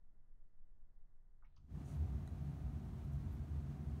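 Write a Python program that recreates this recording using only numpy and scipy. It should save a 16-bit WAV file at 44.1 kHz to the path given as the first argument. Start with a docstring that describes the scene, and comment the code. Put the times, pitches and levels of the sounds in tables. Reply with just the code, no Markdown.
"""A small, quiet room, where a hand flips a cord toy with two end beads.
Near silence at first; about 1.7 s in, the ventilation comes up abruptly and stays: a bed of
duct rumble, air hiss and wavering fan tones. The beads knock softly on the fingers and give
a few faint, hard clicks, while the cord scuffs and slides over the skin in tiny slips.
A short, damped room tail sits behind the toy."""
import sys
import numpy as np
from scipy import signal
from scipy.fft import rfft, irfft
from scipy.io import wavfile

SR = 44100
rng = np.random.default_rng(int(sys.argv[2]) if len(sys.argv) > 2 else 0)


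def generate_wav(sig):
    """Save sig (samples, or channels by samples) to the path in sys.argv[1] as 16-bit PCM at SR."""
    pcm = np.round(np.clip(np.atleast_2d(sig).T, -1, 1) * 32767).astype(np.int16)
    wavfile.write(sys.argv[1], SR, pcm)


N = 176400

# room tone spectrum (frequency [Hz], relative level [dB])
ROOM_TONE_SPECTRUM = [(2, -21), (9, 0), (25, -10), (65, -35), (100, -34.5), (300, -49.5), (550, -54.5),
                      (850, -56.5), (1300, -61.5), (2050, -63.5), (2250, -79.5), (15000, -90.5)]
# room tone fader (time [s], level [dB])
ROOM_TONE_FADER = [(0, -56), (1.55, -56.5), (1.8, -79)]
# beads landing on the fingers (time [s], level [dB], pitch [Hz], decay to -60 dB [s])
FINGER_KNOCKS = [(1.4242, -58.5, 1300, 0.014), (1.4304, -59.5, 1065, 0.022), (1.435, -66, 863, 0.038),
                 (1.444, -80, 2390, 0.034), (1.454, -84.5, 4510, 0.029), (1.5658, -66, 4550, 0.0088),
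                 (1.567, -70, 1110, 0.066), (1.571, -71, 2850, 0.034), (1.579, -77.5, 6240, 0.0084)]
# bands of cord rubbing on skin; those near 1.84 s are one rub, coloured by mic and room
# (time [s], length [s], level [dB], low edge [Hz], high edge [Hz])
RUB_BANDS = [(1.44, 0.034, -82, 740, 2530), (1.447, 0.13, -99, 2220, 4220), (1.557, .03, -86, 2210, 6200),
             (1.591, 0.15, -101, 2940, 7900), (1.834, 0.14, -79.5, 5600, 7200),
             (1.838, 0.13, -80, 7650, 10100), (1.841, 0.16, -85, 9700, 14500),
             (1.849, 0.14, -82, 2500, 5000), (2.405, 0.045, -90, 10000, 15500),
             (3.041, .015, -82, 8500, 15500), (3.104, 0.072, -84, 5500, 15400),
             (3.306, 0.064, -83.5, 11000, 15000)]
# spectrum of the air in the duct (frequency [Hz], relative level [dB])
AIR_SPECTRUM = [(10, -36), (24, -31.5), (32, -24.5), (45, -12.5), (60, -1), (76, 3), (103, -10.5),
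                (120, -11.5), (138, -3), (175, -15), (228, -15), (255, -23), (280, -22.5), (310, -25.5),
                (390, -30.5), (450, -35), (560, -38), (680, -31.5), (820, -40), (1230, -42), (2700, -52.5),
                (4300, -56), (4900, -59.5), (5600, -58), (6600, -58), (7500, -61.5), (8200, -60.5),
                (9900, -62), (10450, -67.5), (11000, -63.5), (15500, -65.5)]
# fan tones, ahead of the faders (frequency [Hz], level [dB])
FAN_TONES = [(74, -57), (139, -56), (223, -66), (277, -70), (367, -76), (392, -78), (757, -78), (912, -86),
             (1035, -90), (1111, -90), (1216, -91), (1244, -91), (1580, -92), (2041, -97)]
# fader for the ventilation's low end (time [s], gain [dB])
RUMBLE_FADER = [(1.3, -50), (1.45, -27.5), (1.55, -24.5), (1.62, -12.5), (1.67, -17), (1.72, 1), (1.77, -6),
                (1.85, -3), (2.1, 3.5), (2.4, -1), (4, -2)]
# fader for everything above the rumble (time [s], gain [dB])
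HISS_FADER = [(1.45, -52), (1.6, -26.5), (1.67, -21.5), (1.71, -8), (1.76, -1), (1.82, .5), (2.1, 1),
              (2.4, 0), (4, 0.5)]
# hard bead contacts (time [s], peak level [dB])
BEAD_CLICKS = [(2.2763, -50.5), (3.0445, -65), (3.131, -67)]
# resonances of a bead (frequency [Hz], relative level [dB], decay to -60 dB [s])
BEAD_MODES = [(1450, -1, .018), (1900, -4, .016), (3950, -2, .018), (6600, -3, .009), (8300, -1, .005),
              (9400, -5, .005), (11100, -9, .008)]


def amp(db):
    """Decibels to gain."""
    return 10 ** (np.asarray(db) / 20)


def unit(x):
    """Scales to rms 1."""
    return x / np.sqrt(np.mean(abs(x) ** 2) + 1e-30)


def fader(points):
    """A gain ride through (time [s], level [dB]) points."""
    return amp(np.interp(np.arange(N) / SR, *np.transpose(points)))


def decay(t, t60):
    """An envelope that falls 60 dB in t60 seconds."""
    return np.exp(-np.log(1000) * t / t60)


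def coloured(points):
    """Noise of rms 1, shaped by (frequency [Hz], level [dB]) points."""
    hz, db = np.transpose(points)
    bins_hz = np.fft.rfftfreq(N, 1 / SR)
    gain = amp(np.interp(np.log(bins_hz + 1), np.log(hz + 1), db))
    return unit(irfft(rfft(rng.standard_normal(N)) * gain, N))


def drift(hz):
    """Slow random motion of rms 1, rolling off above hz."""
    rolloff = np.exp(-(np.fft.rfftfreq(N, 1 / SR) / hz) ** 2)
    return unit(irfft(rfft(rng.standard_normal(N)) * rolloff, N))


def band(x, low_hz, high_hz):
    """Band-pass filter."""
    return signal.sosfilt(signal.butter(5, [low_hz, high_hz], "bandpass", fs=SR, output="sos"), x)


def room_tone():
    """A faint, dark noise floor that gives way to the ventilation."""
    return fader(ROOM_TONE_FADER) * coloured(ROOM_TONE_SPECTRUM)


def finger_knock(db, hz, t60, attack_s=.0006, grit_share=.6, band_ratio=1.35):
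    """A bead lands on a finger: a damped ring roughened with grit around its pitch."""
    t = np.arange(SR // 10) / SR
    grit = unit(band(rng.standard_normal(len(t)), hz / band_ratio, hz * band_ratio))
    ring = (1 - grit_share) * np.sin(2 * np.pi * hz * t) + grit_share * grit
    return amp(db) * np.minimum(t / attack_s, 1) * decay(t, t60) * ring


def room_tail(x, t60=.22, wet_db=-6):
    """Diffuse reflections die away fast in a well-damped room."""
    t = np.arange(SR // 2) / SR
    tail = rng.standard_normal(len(t)) * decay(t, t60)
    return amp(wet_db) * signal.fftconvolve(x, tail / np.linalg.norm(tail))[:N]


def cord_rub(length, db, low_hz, high_hz, slips_per_s=1500, slip_share=.72):
    """One band of cord sliding on skin: smooth friction textured with tiny slips of the weave."""
    smooth, slip_sizes = rng.standard_normal((2, SR // 2))
    slips = unit(slip_sizes * (rng.random(SR // 2) < slips_per_s / SR))
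    friction = unit(band((1 - slip_share) * smooth + slip_share * slips, low_hz, high_hz))
    progress = np.arange(0, length, 1 / SR) / length
    envelope = np.interp(progress, [0, .18, .7, 1], [0, 1, 1, 0])  # attack, hold, release
    return amp(db) * envelope * friction[:len(envelope)]


def ventilation(air_db=-44, waver_db=.5, waver_hz=17, sway_depth=.59, sway_hz=4.76, crossover_hz=105):
    """Rushing air and unsteady fan tones; the duct rumble comes up just ahead of the hiss."""
    t = np.arange(N) / SR
    air = amp(air_db + waver_db * drift(waver_hz)) * coloured(AIR_SPECTRUM)
    for hz, db in FAN_TONES:
        sway = 1 + sway_depth * (drift(sway_hz) + 1j * drift(sway_hz))  # level and phase wander
        tone = np.exp(2j * np.pi * (hz * t + rng.random()))
        air += amp(db) * unit((sway * tone).real)
    rumble = signal.sosfiltfilt(signal.butter(2, crossover_hz, fs=SR, output="sos"), air)
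    hiss = air - rumble
    return rumble * fader(RUMBLE_FADER) + hiss * fader(HISS_FADER)


def bead_click(db):
    """A hard contact rings the bead's modes for a few milliseconds."""
    t = np.arange(SR // 20) / SR
    ring = sum(amp(level) * decay(t, t60) * np.sin(2 * np.pi * hz * t) for hz, level, t60 in BEAD_MODES)
    return amp(db) * ring / abs(ring).max()


def scene():
    """Mono mix: the toy and its room tail over a bed of room tone and ventilation."""
    floor = room_tone()
    toy = np.zeros(N)
    for source, cues in ((finger_knock, FINGER_KNOCKS), (bead_click, BEAD_CLICKS), (cord_rub, RUB_BANDS)):
        for start, *settings in cues:
            sound = source(*settings)
            slot = toy[round(start * SR):][:len(sound)]
            slot += sound[:len(slot)]
    return (floor + ventilation() + toy + room_tail(toy))[None]


def record(dry, cutoff_hz=15720):
    """A steep high cut on the master."""
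    return signal.sosfilt(signal.ellip(12, .1, 80, cutoff_hz, fs=SR, output="sos"), dry)


dry = scene()
out = record(dry)
generate_wav(out)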